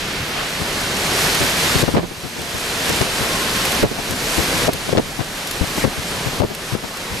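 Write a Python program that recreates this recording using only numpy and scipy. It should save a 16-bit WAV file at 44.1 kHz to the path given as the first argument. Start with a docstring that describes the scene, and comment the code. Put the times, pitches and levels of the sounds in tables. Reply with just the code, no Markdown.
"""A desert road in a storm of rain and sand, from a camera's stereo microphone at a car's open side window.
Outside, the gale roars, sheets of rain rush past and spray hisses, brighter once the glass has sunk.
The window edge whistles and the draught shakes the cabin. Up close, single drops tick and eddies thump,
knock and crack on the microphone ports. Each hard thump makes the gain control duck,
so the storm sinks at once and then swells back."""
import sys
import numpy as np
from scipy import signal
from scipy.fft import rfft, irfft, next_fast_len
from scipy.io import wavfile
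from scipy.ndimage import uniform_filter1d, minimum_filter1d, map_coordinates

SR = 44100
rng = np.random.default_rng(int(sys.argv[2]) if len(sys.argv) > 2 else 0)


def materialize(psi):
    """Save the field psi as 16-bit PCM at rate SR to the path in sys.argv[1].

    A 1-D psi becomes a single channel; in a 2-D psi each row is a channel.
    """
    bounded = np.clip(np.atleast_2d(psi).T, -1, 1)
    quanta = np.round(bounded * 32767).astype(np.int16)
    wavfile.write(sys.argv[1], SR, quanta)


N = 317520
TIME = np.arange(N) / SR

# Spectral shapes at the microphone: frequency_hz, relative_db
GALE_SPECTRUM = [(15, -35), (25, -7), (115, -5.5), (158, -2), (264, -3), (318, -4.5), (383, -3),
                 (879, -6.5), (1090, -6), (1240, -7), (1500, -5), (2560, -6), (4380, -8.5), (9000, -15),
                 (12800, -17), (15000, -37.5)]  # wind, rain and spray outside
SHEET_SPECTRUM = [(200, -31), (600, 13), (2000, 10), (3500, 8), (7000, -13), (14000, -33)]  # one passing sheet of rain
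RUMBLE_SPECTRUM = [(10, -22), (27, 3), (45, -2), (70, -10), (110, -18), (600, -34), (2000, -65)]  # the shaking cabin
SPLASH_SPECTRUM = [(300, -18), (2500, -1), (6000, -1), (11000, -0.5), (13000, 0), (15000, -26)]  # a drop close by
EDDY_SPECTRUM = [(20, -25), (70, 2), (170, 2.5), (450, -2), (800, -7.5), (1400, -21), (3000, -27.5),
                 (7000, -48), (14000, -67)]  # pressure on a port
CRACKLE_SPECTRUM = [(200, -2), (900, 10), (2000, -1), (5000, -8), (12000, -71)]  # an eddy's crest tearing
CRACK_SPECTRUM = [(300, -16), (1000, 1), (2500, -2.5), (6000, -13), (9000, -28), (14000, -44)]  # flow breaking from a port
# How alike left and right sound: near mono in the bass, wide in the mids,
STEREO_LIKENESS = [(60, .99), (160, .98), (330, .96), (700, .88), (1160, .72), (1800, .48), (2700, .12),
                   (3700, .14), (4400, .8), (8000, .79), (14000, .83)]
# Which way the sound leans: frequency_hz, left_minus_right_db
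STEREO_LEAN = [(60, 3.5), (110, 1.5), (200, 0.5), (380, 0.5), (690, 0), (1280, 0.5), (2360, -2.5),
               (4340, -0.5), (8010, 0.5), (14800, -0.5)]
# Strength of the storm, as the level of its rushing rain: time_s, level_db
STORM_STRENGTH = [(0, -25), (.45, -26), (.7, -24), (1.0, -22), (1.25, -18.5), (1.55, -20.5), (1.7, -18.5),
                  (2.2, -20.5), (2.6, -19.5), (2.9, -19), (3.1, -23.5), (3.35, -22), (3.65, -22),
                  (4.0, -22.5), (4.35, -22), (4.65, -20), (4.85, -19), (5.25, -23), (5.7, -25), (6.0, -26),
                  (6.3, -26.5), (6.55, -28), (6.7, -26.8), (6.85, -27.6), (7.2, -28)]
# Dull thuds in the car body: centre_s, length_s, level_db
BODY_THUDS = [(0.057, 0.09, -30), (0.22, 0.091, -30)]
# Gusts passing the window frame: centre_s, length_s, pitch_hz, glide_octaves_per_s, level_db
FRAME_GUSTS = [(0.4, 0.2, 678, 0, -31), (5.826, 0.1, 2026, -5.5, -28), (6.879, 0.4, 1190, 0.4, -35.5),
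               (7.14, 0.24, 2084, 1, -38)]
# Sheets of rain just outside the window: centre_s, length_s, rush_db, spray_db
RAIN_SHEETS = [(0.39, 0.15, -25, -58), (0.68, 0.27, -40, -38), (1.224, 0.18, -35, -25),
               (2.637, 0.38, -28, -32), (2.878, 0.093, -30, -30), (4.3, 0.4, -40, -29.5),
               (5.34, 0.32, -28.5, -31.5), (5.79, 0.13, -28, -29)]
# Drops landing beside the microphone: start_s, level_db
NEAR_DROPS = [(0.498, -34), (1.349, -17), (2.417, -16), (2.894, -17), (3.652, -17), (3.7195, -18),
              (4.109, -16), (4.733, -7), (5.473, -17), (5.511, -14), (6.549, -18), (6.97, -24)]
# Eddies tearing across the ports: centre_s, level_db
PORT_CRACKS = [(1.979, -7), (3.015, -11.5), (4.973, -2), (4.98, -1), (4.9853, -0.5), (5.206, -16),
               (5.85, -14.5), (6.42, -11), (6.755, -16.5)]
# Eddies slamming a port: start_s, start_pitch_hz, level_db, left_minus_right_db
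PORT_KNOCKS = [(1.757, 260, -3.5, 12), (1.828, 420, 6, 18), (1.9395, 330, 9, 15), (3.0125, 300, -2.5, 16),
               (3.829, 278, -2, 6), (3.836, 435, 2.5, 4), (4.6805, 640, 10, 16), (4.928, 500, 8.5, 16),
               (4.9503, 520, 5.5, 3), (4.973, 340, 9, 10), (4.9835, 420, 8, 6), (4.9922, 600, 7, -3),
               (5.6112, 220, 0.5, 20), (5.848, 369, 0, 10), (5.877, 280, -2, 17), (6.411, 280, 1, 19),
               (6.4195, 680, 3, 22), (6.448, 340, -1, -3), (6.7517, 357, -2.5, 9)]
# Eddies striking the ports: centre_s, length_s, peak_db, left_minus_right_db, extra_bass_db
PORT_EDDIES = [(0.613, 0.056, -14, 10, 5), (1.42, 0.064, -10, 4, 7), (1.76, 0.031, -2, 8, 9),
               (1.838, 0.029, 5, 12, 7), (1.885, 0.022, 8, 12, 6), (1.952, 0.032, 11.5, 8, 0),
               (1.977, 0.056, 14, 0.5, -2), (1.999, 0.028, 1, 10, 1), (2.038, 0.04, 3, -17, -5),
               (2.115, 0.025, -5.5, 14, 0), (2.182, 0.07, -14, 4, 12), (2.25, 0.062, -4, 12, 7),
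               (2.39, 0.13, -10, 2.5, -1), (2.554, 0.056, -6, 7, 0), (2.901, 0.053, -8.5, 5, 2),
               (3.017, 0.035, -2.5, 12, 3), (3.221, 0.068, -10.5, 14, 3), (3.842, 0.054, 2.5, 0, 3),
               (3.916, 0.019, -4.5, -10, -5), (3.99, 0.027, -7, 14, -5), (4.108, 0.079, -9, 7, 9),
               (4.39, 0.048, -4, 23.5, 5), (4.558, 0.056, -17, 11, 8), (4.693, 0.018, 8.5, 0.5, -14),
               (4.743, 0.064, -6, 9, 7), (4.893, 0.018, -0.5, 7, 2), (4.933, 0.014, 8.5, 10, -2),
               (4.963, 0.016, 6, 4, 5), (4.981, 0.03, 10, 8, -6), (4.998, 0.014, 4, -11, -2),
               (5.201, 0.045, 1.5, 17, 2), (5.618, 0.016, -3.5, 20, 13), (5.636, 0.035, -8, 17, 3),
               (5.782, 0.018, -9, 1, 4), (5.85, 0.044, -1, 10, 0), (5.876, 0.018, -10, 12, 7.5),
               (5.981, 0.036, -11, 15, 21), (6.13, 0.13, -25, 11, 8), (6.269, 0.04, -8.5, 12, 6),
               (6.407, 0.029, -1, 18, 4), (6.437, 0.032, 0.5, 7, -9), (6.511, 0.047, -9.5, 8, -16),
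               (6.732, 0.048, -7.5, 19, 16), (6.755, 0.029, -2, 18, 3), (6.844, 0.038, -10, 18, -2),
               (7.125, 0.09, -17.5, 4, 13)]

STORM_MEAN_DB, ROAR_DB, HISS_DB = -22, -25, -29  # rain, wind and spray at mean strength
ROAR_GROWTH, HISS_GROWTH = 0.67, 1  # dB gained per dB of storm strength
WINDOW_SINKS_S, WINDOW_DOWN_S = 0.17, 1
GLASS_ROAR_DB, GLASS_RUSH_DB, GLASS_HISS_DB = -3.5, -2.8, -4.5  # shielding by the raised glass
GLASS_EDGE_HZ = 5000  # the glass dulls the rush above this
KNOCK_RISE_S, KNOCK_T60_S = 0.00059, 0.04
KNOCK_SAG, KNOCK_SAG_S = 0.47, 0.012  # share of pitch lost as the eddy slows, and how soon


def amp(db):
    """Decibels to gain."""
    return 10 ** (np.asarray(db) / 20)


def unit(x):
    """x at rms 1."""
    return x / np.sqrt(np.mean(x ** 2) + 1e-20)


def unit_peak(pair):
    """Each channel at peak 1."""
    return pair / np.abs(pair).max(axis=1, keepdims=True)


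def along(points, hz):
    """(Hz, value) points read on a log axis."""
    points_hz, values = np.transpose(points)
    return np.interp(np.log(hz + 1), np.log(points_hz + 1), values)


def bell(centre_s, length_s):
    """A smooth swell and fade of height 1."""
    return 1 / (1 + (2 * (TIME - centre_s) / length_s) ** 2) ** 2


def wobble(rate):
    """A smooth random curve, rate knots a second."""
    return map_coordinates(rng.standard_normal(int(N * rate / SR) + 4), [TIME * rate])


def below(x, edge, order=6):
    """A soft step from 1 under the edge to 0 above it."""
    return 1 / (1 + (x / edge) ** order)


def filtered(x, response):
    """x times a response of frequency."""
    size = next_fast_len(N + SR // 4)
    return irfft(rfft(x, size) * response(np.fft.rfftfreq(size, 1 / SR)), size)[..., :N]


def coloured(x, spectrum):
    """x shaped by (Hz, dB) points, at rms 1."""
    return unit(filtered(x, lambda hz: amp(along(spectrum, hz))))


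def resonance(centre_hz, width_hz):
    """Noise of rms 1 ringing in one resonance."""
    return unit(filtered(rng.standard_normal(N), lambda hz: 1 / (1 + ((hz - centre_hz) / width_hz) ** 2)))


def turbulence(patchy_db):
    """Two noises whose loudness drifts in patches of time and frequency."""
    spectra = signal.stft(rng.standard_normal((2, N)), nperseg=512)[2]
    patches = uniform_filter1d(rng.standard_normal(spectra.shape[1:]), size=7, axis=0)
    patches = unit(uniform_filter1d(patches, size=14, axis=1))
    return unit(signal.istft(spectra * amp(patchy_db * patches), nperseg=512)[1][:, :N])


def patter(rate, spread_db):
    """Two streams of tiny impacts of varying size, rate a second."""
    hits = (rng.random((2, N)) < rate / SR) * rng.choice([-1, 1], (2, N))
    return unit(hits * amp(spread_db * rng.standard_normal((2, N)).clip(-2, 2)))


def stereo_band(pair, power_share):
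    """One band of the gale's spectrum, spread over left and right."""
    def mid_side(hz):
        angle = np.arccos(np.clip(along(STEREO_LIKENESS, hz), -1, 1)) / 2
        return amp(along(GALE_SPECTRUM, hz)) * np.sqrt(power_share(hz)) * [np.cos(angle), np.sin(angle)]
    mid, side = filtered(pair, mid_side)
    left_right = np.array([mid + side, mid - side])
    return unit(filtered(left_right, lambda hz: amp(np.outer([.5, -.5], along(STEREO_LEAN, hz)))))


def port_shadow(lean_db):
    """Left and right gains: the port that an eddy meets second gets less."""
    return amp(np.minimum([[lean_db], [-lean_db]], 0))


def wakes(relative_db=-33.5, lag_s=0.02, length_s=0.27):
    """Strength of the churned air that trails the eddies."""
    return np.sqrt(sum((amp(peak_db + relative_db) * bell(centre_s + lag_s, length_s)) ** 2
                       for centre_s, _, peak_db, *_ in PORT_EDDIES))


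def draught(steady_db=-39):
    """Strength of the air tumbling in: steady, and stronger in the wake of each eddy."""
    return np.hypot(amp(steady_db), wakes())


def cabin_boom(relative_db=-4.5):
    """The draught makes the cabin air boom hollowly around the microphone."""
    return draught() * amp(relative_db) * resonance(centre_hz=159.0, width_hz=26)


def rumble(relative_db=-5.5, flutter_db=2.0):
    """The draught shakes the whole cabin in slow lumps; the wakes flutter at each port on its own."""
    lumps = unit(amp(2.6 * wobble(14)) * coloured(rng.standard_normal(N), RUMBLE_SPECTRUM))
    flutter = amp(flutter_db * np.array([wobble(28), wobble(28)]).clip(-2, 1.7))
    flaps = unit(flutter * coloured(rng.standard_normal((2, N)), EDDY_SPECTRUM))
    return draught() * amp(relative_db) * lumps + wakes() * flaps * amp([[1.5], [-3.5]])


def body_thuds():
    """The car body thuds softly twice as the window starts to sink."""
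    envelope = sum(amp(db) * bell(centre_s, length_s) for centre_s, length_s, db in BODY_THUDS)
    return envelope * resonance(centre_hz=116, width_hz=110)


def edge_whistle(centre_s=3.5, length_s=0.49, level_db=-34):
    """The window edge gives a breathy whistle while the wind meets it squarely."""
    envelope = amp(level_db) * below(np.abs(TIME - centre_s), length_s / 2)
    return envelope * resonance(centre_hz=1058, width_hz=15)


def frame_gusts(width_share=0.19):
    """Each gust whooshes past the window frame in a broad resonance that glides with the air's speed."""
    out = np.zeros((2, N))
    for centre_s, length_s, pitch_hz, glide, db in FRAME_GUSTS:
        gliding_hz = pitch_hz * 2 ** (glide * np.clip(TIME - centre_s, -length_s, length_s))
        phase = 2 * np.pi * np.cumsum(gliding_hz) / SR
        noise = rng.standard_normal((2, 2, N)) + rng.standard_normal((2, 1, N))
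        flow = filtered(noise, lambda hz: below(hz, width_share * pitch_hz, order=3))
        whoosh = unit(flow[0] * np.cos(phase) + flow[1] * np.sin(phase))
        out += amp(db) * bell(centre_s, length_s) * whoosh
    return out


def rain_sheets(spray_hz=5600):
    """Single sheets of rain swell and fade just outside the window, each with its fine spray."""
    rush_swell = sum(amp(db) * bell(centre_s, length_s) for centre_s, length_s, db, _ in RAIN_SHEETS)
    spray_swell = sum(amp(db) * bell(centre_s, length_s) for centre_s, length_s, _, db in RAIN_SHEETS)
    rush = coloured(rng.standard_normal((2, N)) + 1.4 * rng.standard_normal(N), SHEET_SPECTRUM)
    spray = stereo_band(rng.standard_normal((2, N)), lambda hz: 1 - below(hz, spray_hz))
    return rush_swell * rush + spray_swell * spray


def storm(low_hz=1050, high_hz=6500):
    """Out on the road one strength drives all: wind roars below, rain rushes above, spray hisses on top."""
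    strength_db = np.interp(TIME, *np.transpose(STORM_STRENGTH))
    gust_db = strength_db - STORM_MEAN_DB
    shut = np.interp(TIME, [WINDOW_SINKS_S, WINDOW_DOWN_S], [1, 0])
    flurry = wobble(13)  # rain and spray come in the same quick sheets
    roar = stereo_band(turbulence(patchy_db=1.0), lambda hz: below(hz, low_hz))
    rain = turbulence(patchy_db=0.38) + 0.25 * patter(rate=2500, spread_db=2.5)
    rush = stereo_band(rain, lambda hz: below(hz, high_hz) * (1 - below(hz, low_hz)))
    rush += shut * (amp(GLASS_RUSH_DB) - 1) * filtered(rush, lambda hz: 1 - below(hz, GLASS_EDGE_HZ))
    spray = turbulence(patchy_db=1.6) + 0.49 * patter(rate=1500, spread_db=8.5)
    hiss = stereo_band(spray, lambda hz: 1 - below(hz, high_hz))
    return (roar * amp(ROAR_DB + ROAR_GROWTH * gust_db + GLASS_ROAR_DB * shut + 0.38 * wobble(20))
            + rush * amp(strength_db + 0.5 * flurry)
            + hiss * amp(HISS_DB + HISS_GROWTH * gust_db + GLASS_HISS_DB * shut + 0.7 * flurry))


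def near_drops(t60_s=0.028):
    """A drop beside the microphone bursts into a few milliseconds of bright spray."""
    envelope = np.zeros(N + SR)
    t = np.arange(SR // 20) / SR
    for start_s, db in NEAR_DROPS:
        envelope[round(start_s * SR):][:len(t)] += amp(db - 60 * t / t60_s)
    return envelope[:N] * coloured(rng.standard_normal(N), SPLASH_SPECTRUM)


def port_cracks(length_s=0.0023):
    """The flow breaks away from the microphone ports in a few very short cracks."""
    envelope = sum(amp(db) * bell(centre_s, length_s) for centre_s, db in PORT_CRACKS)
    return envelope * coloured(rng.standard_normal((2, N)), CRACK_SPECTRUM) * amp([[1.5], [-1.5]])


def port_knocks(roughness=0.27, push_db=-7.0):
    """The air in a slammed port rings for a few uneven cycles over a duller push, and sags in pitch."""
    out = np.zeros((2, N))
    t = np.arange(SR // 12) / SR
    envelope = (1 - np.exp(-t / KNOCK_RISE_S)) * amp(-60 * t / KNOCK_T60_S)
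    sag = 1 - KNOCK_SAG * (1 - np.exp(-t / KNOCK_SAG_S))
    flutter = 1 + roughness * np.array([wobble(700), wobble(700)])  # each port on its own
    for start_s, pitch_hz, db, lean_db in PORT_KNOCKS:
        span = slice(round(start_s * SR), round(start_s * SR) + len(t))
        phase = 2 * np.pi * np.cumsum(pitch_hz * sag * flutter[:, span], axis=1) / SR
        ring = np.sin(phase) + amp(push_db) * np.sin(0.43 * phase)
        out[:, span] += ring * envelope * amp(db) * port_shadow(lean_db)
    return out


def port_eddies(bass_hz=151, rise_share=0.22, fall_share=0.33, tearing=0.11, drive=0.71):
    """Right on the microphone, each eddy is a steep, flapping burst of pressure."""
    swirl = rng.standard_normal((2, N)) + 0.36 * rng.standard_normal(N)  # partly common to both ports
    pressure = coloured(swirl * amp(2.64 * wobble(260)), EDDY_SPECTRUM)
    crackle = coloured(rng.standard_normal((2, N)), CRACKLE_SPECTRUM)
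    bass = filtered(pressure, lambda hz: below(hz, bass_hz, order=4))
    out = np.zeros((2, N))
    for centre_s, length_s, peak_db, lean_db, bass_db in PORT_EDDIES:
        span = slice(max(0, int((centre_s - 2 * length_s) * SR)), int((centre_s + 2 * length_s) * SR))
        age = (TIME[span] - centre_s) / length_s
        from_peak = np.where(age < 0, (age / rise_share) ** 2, age / fall_share)
        push = pressure[:, span] + (amp(bass_db) - 1) * bass[:, span]  # broad eddies carry more bass
        burst = unit_peak(push / (1 + from_peak ** 3))
        burst = unit_peak(np.tanh(drive * burst))  # the port rounds off the highest crests
        # the hardest crests tear into fine turbulence, which grows as the square of the pressure
        torn = unit_peak(burst + tearing * amp(peak_db) * burst ** 2 * crackle[:, span])
        out[:, span] += torn * amp(peak_db) * port_shadow(lean_db)
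    return out


def scene():
    """The storm outside, the car around the camera, and the air and water at its microphone."""
    outside = storm() + rain_sheets() + frame_gusts()
    car = edge_whistle() + cabin_boom() + body_thuds() + rumble()
    close = port_eddies() + port_knocks() + port_cracks() + near_drops()
    return outside + car + close


def gain_control(x, ceiling_db=-3.0, recovery_db_per_s=15.0):
    """Peaks over the ceiling turn both channels down at once; the gain then climbs steadily back."""
    peak = uniform_filter1d(np.abs(x).max(axis=0), size=9)
    excess_db = np.maximum(20 * np.log10(np.abs(peak) + 1e-9) - ceiling_db, 0)
    climb_db = recovery_db_per_s * TIME
    cut_db = np.maximum.accumulate(excess_db + climb_db) - climb_db
    gain_db = uniform_filter1d(minimum_filter1d(-cut_db, size=129), size=129)
    return x * amp(gain_db)


def record(dry):
    """The camera rides its gain and keeps nothing above its band limit."""
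    return filtered(gain_control(dry), lambda hz: hz < 15200)


dry = scene()
out = record(dry)
materialize(out)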